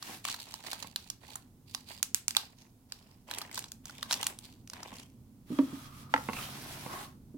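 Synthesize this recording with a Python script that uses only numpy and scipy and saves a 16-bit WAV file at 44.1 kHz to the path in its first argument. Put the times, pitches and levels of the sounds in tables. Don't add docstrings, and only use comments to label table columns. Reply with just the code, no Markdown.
import sys
import numpy as np
from scipy import signal
from scipy.io import wavfile

SR = 44100
rng = np.random.default_rng(int(sys.argv[2]) if len(sys.argv) > 2 else 0)


def materialize(psi):
    bounded = np.clip(np.atleast_2d(psi).T, -1, 1)
    quanta = np.round(bounded * 32767).astype(np.int16)
    wavfile.write(sys.argv[1], SR, quanta)


N = 325017

# f/Hz, relative density/dB per Hz
AIR_COLOUR = [(350, -3), (1000, -9.5), (1600, -19), (16000, -17)]
# f/Hz, relative density/dB per Hz
HUM_COLOUR = [(25, -5.5), (36, 12), (55, -24.5), (85, 8), (130, 6), (170, -0.5), (220, 4.5), (280, 4),
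              (380, -29)]
# t/s, level/dB before panning
HUM_LEVEL = [(0, -60), (1.9, -59), (2.8, -61.5), (4.1, -55.5), (5.4, -57), (6.4, -50.5), (7.37, -54.5)]
# f/Hz, relative density/dB per Hz
TAIL_COLOUR = [(200, 4), (1000, 1.5), (7000, -3.5), (16000, 3)]
# f/Hz, t60/s
TAIL_T60 = [(300, 0.27), (5000, 0.25), (15000, 0.17)]
# f/Hz, left-right correlation
MIC_LIKENESS = [(300, 0.95), (700, 0.52), (1300, 0.077), (16000, 0)]

# t/s, relative level/dB, softness as cut-off f/Hz
TABLE_BLOWS = [(5.503, -28, 300), (5.519, -22, 210), (5.5875, -17.5, 1740), (5.728, -26, 181),
               (6.14, -33, 904), (7.342, -37, 350)]
# t/s, relative level/dB, softness as cut-off f/Hz
TRAY_BLOWS = [(.095, -36, 780), (.845, -39.5, 1210), (4.927, -39, 1022), (6.2872, -23.5, 1140),
              (6.296, -26.5, 1100), (6.3325, -36, 5970), (6.862, -30, 960)]
# t/s, relative level/dB, softness as cut-off f/Hz
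SLEEVE_BLOWS = [(6.1392, -13.5, 2040), (6.1618, -25, 1963), (6.177, -32.5, 2300)]
# f/Hz, relative level/dB, t60/s
TABLE_TOP_MODES = [(138.7, -53, .25), (213, -16, 0.19), (266, 13, 0.028), (277, 9, 0.083),
                   (347, -7.5, 0.04), (507, -8, 0.044), (605, -12, 0.086), (940, -17, 0.094),
                   (1168, -12.5, .05)]
# f/Hz, relative level/dB, t60/s
SLEEVE_MODES = [(502, -19.5, 0.089), (871, -2, 0.035), (1080, -3, 0.012), (1345, -1, 0.025),
                (1990, 3.5, 0.019)]
# f/Hz, relative level/dB, t60/s when struck (halved under sliding)
TRAY_BODY_MODES = [(225, -1.5, 0.033), (493, -17.5, 0.13), (906, 0, 0.017), (1093, -6, 0.065),
                   (1312, -4, 0.01), (2100, 1.5, 0.018), (2700, 2.5, 0.023)]

# start t/s, length/s, scrape level/dB, hiss level/dB
CARD_PUSHES = [(.035, .11, -54.5, -46), (5.5, 0.37, -58.5, -54.5), (5.93, 0.093, -64.5, -55.5),
               (6.13, 0.38, -60, -51), (6.34, 0.1, -49.5, -43.5), (6.47, 0.39, -50, -47.5),
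               (6.88, 0.15, -47, -48)]
# f/Hz, relative density/dB per Hz
SCRAPE_COLOUR = [(330, 10.5), (480, -13), (700, 12.5), (1050, 3), (1500, 13), (2800, -22.5)]
# f/Hz, relative density/dB per Hz
CARD_HISS_COLOUR = [(2000, 3.5), (2900, 5.5), (4400, 4.5), (9000, -2), (13000, 4.5), (16000, -8.5)]
# start t/s, length/s, level/dB, f/Hz, t60/s
SLEEVE_HOLLOWS = [(5.496, 1, -58.5, 1220, 0.018), (5.502, 0.36, -65.5, 3300, 0.039),
                  (6.884, 0.13, -47, 1092, 0.035)]
# t/s, level/dB at the swell's peak, f/Hz
EDGE_CHATTER = [(6.378, -47, 2580), (6.391, -48.5, 1290), (6.44, -49, 3100), (.105, -55.5, 793)]

# t/s, relative crack level/dB, crack f/Hz, relative level of the sheet's low flex/dB
FOIL_SNAPS = [(.0258, -38, 4800, -35.5), (.2514, -30, 2560, -30), (.2859, -36.5, 2930, -28.5),
              (.3424, -36, 4030, -32.5), (.54, -37, 4250, -35.5), (.6654, -44, 4250, -38),
              (.7188, -39, 4200, -45), (.7312, -35, 4180, -26), (.8258, -37, 4340, -37),
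              (.96, -29, 4100, -35.5), (1.1009, -33.5, 5660, -41.5), (1.356, -37, 7700, -32),
              (1.7479, -31, 4700, -30), (2.0283, -23, 6750, -37), (2.1457, -21, 7600, -52),
              (2.2811, -24, 7100, -38), (2.3076, -34.5, 5160, -57), (2.35, -38, 2500, -65),
              (2.3671, -18, 4070, -21), (2.922, -36, 4530, -43), (3.312, -33.5, 3540, -27.5),
              (3.3382, -38.5, 3600, -59), (3.3485, -41, 3360, -51), (3.3847, -33.5, 7800, -40),
              (3.4159, -36.5, 4430, -33), (3.5135, -45.5, 2150, -51), (3.5452, -40, 8630, -46),
              (3.5762, -34, 4300, -28.5), (3.5918, -34.5, 8220, -56), (3.6412, -41.5, 4200, -42),
              (3.7185, -38.5, 6850, -45), (3.8557, -41, 6640, -45.5), (3.8962, -46.5, 4850, -35.5),
              (4.0284, -31, 3900, -26), (4.1104, -26.5, 4330, -23.5), (4.1178, -33, 5570, -47),
              (4.1265, -25.5, 5940, -32), (4.131, -26.5, 5050, -46), (4.141, -30, 5340, -45),
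              (4.2295, -29, 3460, -29), (4.2432, -39, 6500, -52), (4.2679, -24, 8000, -33),
              (4.3886, -42, 8200, -58), (4.675, -48.5, 5600, -66), (4.6992, -41, 5340, -53),
              (4.734, -41, 4030, -37.5), (4.8309, -40.5, 5260, -40)]
# start t/s, length/s, hiss level/dB, low scuff level/dB, ring of pinched film f/Hz
FINGER_RUBS = [(0.251, 0.069, -41, -50.5, 4600), (0.4, 0.0085, -47.5, -58, 4530),
               (0.46, 0.18, -55, -59.5, 4100), (0.652, 0.089, -45, -49.5, 4740),
               (0.809, 0.013, -48.5, -54, 4700), (0.986, 0.085, -59.5, -68.5, 4600),
               (1.222, 0.14, -56.5, -60, 4600), (1.678, 0.13, -59.5, -73, 4920),
               (1.877, 0.049, -47.5, -55, 4900), (2.356, 0.083, -52.5, -55.5, 5060),
               (2.586, 0.026, -59.5, -65, 6700), (2.9, 0.25, -65.5, -66, 5460),
               (3.286, 0.15, -52, -47.5, 3280), (3.534, 0.061, -45.5, -52, 8400),
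               (3.856, 0.42, -55, -58.5, 3560), (4.096, 0.19, -46.5, -46.5, 3800),
               (4.428, 0.062, -55.5, -64, 4700), (4.728, 0.2, -56, -51.5, 3820),
               (4.946, 0.058, -51.5, -58, 3280)]
# f/Hz, relative density/dB per Hz
FOIL_HISS_COLOUR = [(1800, -25.5), (2600, 0), (4400, 0), (6500, 3), (9000, -6.5), (13000, -3), (16000, -12)]
# f/Hz, relative density/dB per Hz
FOIL_SCUFF_COLOUR = [(300, -12), (550, -15.5), (850, -4), (1400, -20), (2200, -7), (3200, -26.5)]
# t/s, left-right level difference/dB
GRIP_SIDE = [(.3, -1.5), (.9, -8), (2.9, -3.5), (4.2, -1)]

AIR_DB = -70
CUTOFF_HZ = 16300
PUSH_ATTACK_S, PUSH_RELEASE_DB_PER_S, PUSH_SAG_DB_PER_S = 0.095, 218.5, 3
RUB_ATTACK_S, RUB_RELEASE_DB_PER_S, RUB_SAG_DB_PER_S = 0.04, 193, 14.5
PINCH_RING_DB, PINCH_RING_CYCLES = -6.5, 21
CREASES_PER_S, CREASE_OVER_HISS_DB, CREASE_SPREAD_DB = 27, -1, 2.3
CREASE_HZ, CREASE_SPREAD_OCTAVES, CREASE_FLEX_DB = 4400, 0.1, -8.5


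def from_db(db):
    return 10 ** (np.asarray(db) / 20)


def rms_one(x):
    return x / np.sqrt(np.mean(x ** 2) + 1e-20)


def in_time(rows):
    s, *columns = np.transpose(rows)
    return [np.interp(np.arange(N) / SR, s, column) for column in columns]


def at_hz(points, hz):
    table_hz, values = np.array(points)[:, 0], np.array(points)[:, 1]
    return np.interp(np.log(hz), np.log(table_hz), values)


def cut(x, hz, kind, order=2):
    sos = signal.butter(order, np.clip(hz, 10, .45 * SR), kind, fs=SR, output="sos")
    return signal.sosfilt(sos, x + 1e-18)


def panned(db):
    return from_db(np.array([[.5], [-.5]]) * db)


def drift(rate):
    knots = rng.standard_normal(int(N / SR * rate) + 2)
    return np.interp(np.arange(N) * rate / SR, np.arange(len(knots)), knots)


def ring(clicks, hz, t60):
    r = from_db(-60 / (t60 * SR))
    w = 2 * np.pi * hz / SR
    return signal.lfilter([0, np.sin(w)], [1, -2 * r * np.cos(w), r * r], clicks + 1e-18)


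def add(out, s, sound):
    i = int(np.clip(round(s * SR), 0, N - 1))
    out[..., i:i + sound.shape[-1]] += sound[..., :N - i]


def bands(drive, spectrum):
    edges = 24 * 2 ** (np.arange(20) / 2)
    for k, (low, high) in enumerate(zip(edges, edges[1:])):
        hz = np.sqrt(low * high)
        if high > spectrum[0][0] and low < spectrum[-1][0]:
            mid, side = cut(drive[k % 2], [low, high], "band")
            alike = np.clip(at_hz(MIC_LIKENESS, hz), -1, 1)
            stereo = np.sqrt(1 + alike) * mid + np.sqrt(1 - alike) * side * [[1], [-1]]
            yield hz, from_db(at_hz(spectrum, hz)) * stereo


def steady_noise(spectrum):
    drive = rng.standard_normal((2, 2, N))
    return rms_one(sum(band for hz, band in bands(drive, spectrum)))


def friction(spectrum, slips_per_s, spread_db, smooth):
    sizes = from_db(spread_db * np.minimum(rng.exponential(1, N), 3))
    slips = (rng.random(N) < slips_per_s / SR) * sizes
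    decay = np.exp(-1 / (0.0018 * SR))
    bursts = rms_one(signal.lfilter([1], [1, -decay], slips + 1e-18))
    drive = rng.standard_normal((2, 2, N)) * np.sqrt(bursts ** 2 + smooth ** 2)
    return rms_one(sum(band * from_db(1.2 * drift(40)) for hz, band in bands(drive, spectrum)))


def strokes(rows, attack_s, release_db_per_s, sag_db_per_s, span=slice(None)):
    t, power = np.arange(N)[span] / SR, 0
    for start, length, *levels_db in rows:
        swell = np.clip((t - start) / attack_s + .5, 0, 1)
        sag_db = sag_db_per_s * np.clip(t - start, 0, length)
        release_db = release_db_per_s * np.clip(t - start - length, 0, 1)
        power = power + np.outer(from_db(levels_db), swell * from_db(-sag_db - release_db)) ** 2
    return np.sqrt(power)


def room_air():
    return from_db(AIR_DB) * steady_noise(AIR_COLOUR)


def room_hum():
    return from_db(in_time(HUM_LEVEL)[0]) * steady_noise(HUM_COLOUR)


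def room(x, tail_db=-16.5, first_s=.008):
    t = np.arange(SR // 2) / SR
    noise = bands(rng.standard_normal((2, 2, len(t))), TAIL_COLOUR)
    tail = sum(band * from_db(-60 * t / at_hz(TAIL_T60, hz)) for hz, band in noise)
    response = from_db(tail_db) * rms_one(tail * (t > first_s)) / np.sqrt(len(t))
    sent = x.mean(axis=0, keepdims=True) * np.sqrt(2)
    return signal.fftconvolve(sent, response, axes=1)[:, :N]


def placed(x, pan_db, lag):
    low = cut(x, 13000, "low", order=1)
    left, right = low * panned(pan_db) + (x - low) * panned(-.5 * pan_db)
    delayed_left = np.interp(np.arange(N) - lag, np.arange(N), left, left=0)
    return np.stack([delayed_left, right])


def table_drone(start_s=5.4, db=-58):
    swell = np.clip((np.arange(N) / SR - start_s) / 0.023, 0, 1)
    mode = ring(rng.standard_normal(N), TABLE_TOP_MODES[0][0], t60=0.99)
    return from_db(db) * swell * rms_one(mode)


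def struck(knocks, modes, crack_db, crack_t60, radiates_hz):
    pushes, burst = np.zeros((len(modes), N)), np.zeros((2, N))
    t = np.arange(2048) / SR
    for s, db, soft_hz in knocks:
        push = from_db(db) * cut(signal.unit_impulse(len(t)), soft_hz, "low")
        add(pushes, s, push * from_db(rng.normal(0, 1, (len(modes), 1))))
        crack = rng.standard_normal((2, len(t))) * from_db(db + crack_db - 60 * t / crack_t60)
        add(burst, s, cut(cut(crack, 2 * radiates_hz, "high"), soft_hz, "low"))
    body = 0
    for k, (hz, db, t60) in enumerate(modes):
        body = body + (-1) ** k * from_db(db) * ring(pushes[k], hz, t60)
    return cut(body + burst, radiates_hz, "high")


def hollow_sleeve(attack_s=0.063, release_db_per_s=200):
    out = 0
    for start, length, db, hz, t60 in SLEEVE_HOLLOWS:
        gain = strokes([(start, length, db)], attack_s, release_db_per_s, 0)
        out = out + gain * rms_one(ring(rng.standard_normal((2, N)), hz, t60))
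    return out


def edge_chatter(width_s=0.0332):
    out, t = np.zeros((2, N)), np.arange(SR // 4) / SR
    middle = t.mean()
    for s, db, hz in EDGE_CHATTER:
        slips = (rng.random(len(t)) < 330 / SR) * (1 + .6 * rng.standard_normal((2, len(t))))
        note = rms_one(ring(slips, hz, t60=22 / hz))
        swell = np.exp(-((t - middle) / width_s) ** 2)
        add(out, s - middle, from_db(db) * swell * note)
    return out


def card_slide(body_db=-5, judder_db=0.4, judders_per_s=30):
    scrape_gain, hiss_gain = strokes(CARD_PUSHES, PUSH_ATTACK_S, PUSH_RELEASE_DB_PER_S, PUSH_SAG_DB_PER_S)
    scrape = friction(SCRAPE_COLOUR, slips_per_s=550, spread_db=1.5, smooth=.7)
    judder = judder_db * drift(judders_per_s)
    body = 0
    for hz, db, t60 in TRAY_BODY_MODES:
        body = body + from_db(db + 4 * drift(16)) * ring(scrape, hz, t60 / 2)
    low = scrape_gain * from_db(judder) * rms_one(scrape + from_db(body_db) * rms_one(body))
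    hiss = friction(CARD_HISS_COLOUR, slips_per_s=3000, spread_db=3, smooth=1.2)
    return (low + hiss_gain * from_db(judder / 2) * hiss) * panned(-1.3)


def foil_rub():
    crackle = friction(FOIL_HISS_COLOUR, slips_per_s=250, spread_db=5.5, smooth=.6)
    drag = friction(FOIL_SCUFF_COLOUR, slips_per_s=150, spread_db=4.5, smooth=.6)
    out = np.zeros((2, N))
    for start, length, hiss_db, scuff_db, hz in FINGER_RUBS:
        near = slice(max(int((start - RUB_ATTACK_S) * SR), 0), int((start + length + .5) * SR))
        row = (start, length, hiss_db, scuff_db)
        hiss_gain, scuff_gain = strokes([row], RUB_ATTACK_S, RUB_RELEASE_DB_PER_S, RUB_SAG_DB_PER_S, near)
        taut = rms_one(ring(crackle[:, near], hz, PINCH_RING_CYCLES / hz))
        hiss = rms_one(crackle[:, near] + from_db(PINCH_RING_DB) * taut)
        out[:, near] += hiss_gain * hiss + scuff_gain * drag[:, near]
    return out


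def random_creases(count=80):
    rows = []
    for start, length, hiss_db, *_ in FINGER_RUBS:
        waits = rng.exponential(1 / CREASES_PER_S, count)
        chance = rng.standard_normal((count, 2))
        for after, (size, pitch) in zip(np.cumsum(waits), chance):
            if after < length:
                db = hiss_db + CREASE_OVER_HISS_DB + CREASE_SPREAD_DB * size
                hz = CREASE_HZ * 2 ** np.clip(CREASE_SPREAD_OCTAVES * pitch, -1, 1)
                rows.append((start + after, db, hz, db + CREASE_FLEX_DB))
    return rows


def foil_snaps(creases, spike, film_t60, ring_cycles, broad, top_hz):
    out, t = np.zeros((2, N)), np.arange(1024) / SR
    for s, crack_db, hz, flex_db in creases:
        shared, *own = rng.standard_normal((3, len(t)))
        drive = (shared + np.array(own)) / np.sqrt(2) * from_db(-60 * t / film_t60)
        drive[:, 2] += spike * rng.choice([-1, 1])
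        follows = int(rng.uniform(.001, .0035) * SR)
        drive[:, follows:] += from_db(min(flex_db - crack_db, 0) - 2.5) * drive[:, :-follows]
        facet = rms_one(np.diff(ring(drive, hz, ring_cycles / hz), prepend=0))
        sheet = rms_one(cut(cut(drive, 2000, "high"), top_hz, "low", order=1))
        crack = from_db(crack_db - 5.5) * rms_one(facet + broad * sheet)
        flex = from_db(flex_db - 15.5) * rms_one(cut(drive, [880, 2200], "band"))
        add(out, s, crack + flex)
    return out


def scene():
    background = (room_hum() + table_drone() + room_air()) * panned(-2.3)
    table = struck(TABLE_BLOWS, TABLE_TOP_MODES, crack_db=-3.5, crack_t60=0.036, radiates_hz=179)
    table = placed(table, pan_db=-2.5, lag=6.7)
    sleeve = struck(SLEEVE_BLOWS, SLEEVE_MODES, crack_db=5.0, crack_t60=0.026, radiates_hz=362)
    sleeve = placed(sleeve, pan_db=-2.0, lag=8.1)
    tray = struck(TRAY_BLOWS, TRAY_BODY_MODES, crack_db=3.5, crack_t60=0.039, radiates_hz=166)
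    tray = placed(tray, pan_db=-3.5, lag=2.74)
    card = sleeve + tray + card_slide() + edge_chatter()

    rub, pan_db = foil_rub(), in_time(GRIP_SIDE)[0]
    creases = list(FOIL_SNAPS) + random_creases()
    snaps = foil_snaps(creases, spike=2.8, film_t60=.011, ring_cycles=7, broad=.8, top_hz=8000)
    snaps_to_walls = foil_snaps(creases, spike=29.1, film_t60=.002, ring_cycles=5.5, broad=0.555, top_hz=5535)
    foil = placed(snaps + rub, pan_db, lag=-1.3 * pan_db)
    reflected = room(snaps_to_walls + rub + table + card)
    return foil + table + card + hollow_sleeve() + reflected + background


def record(dry):
    low_pass = signal.ellip(10, .1, 80, CUTOFF_HZ, fs=SR, output="sos")
    return signal.sosfilt(low_pass, np.clip(dry, -1, 1))


dry = scene()
out = record(dry)
materialize(out)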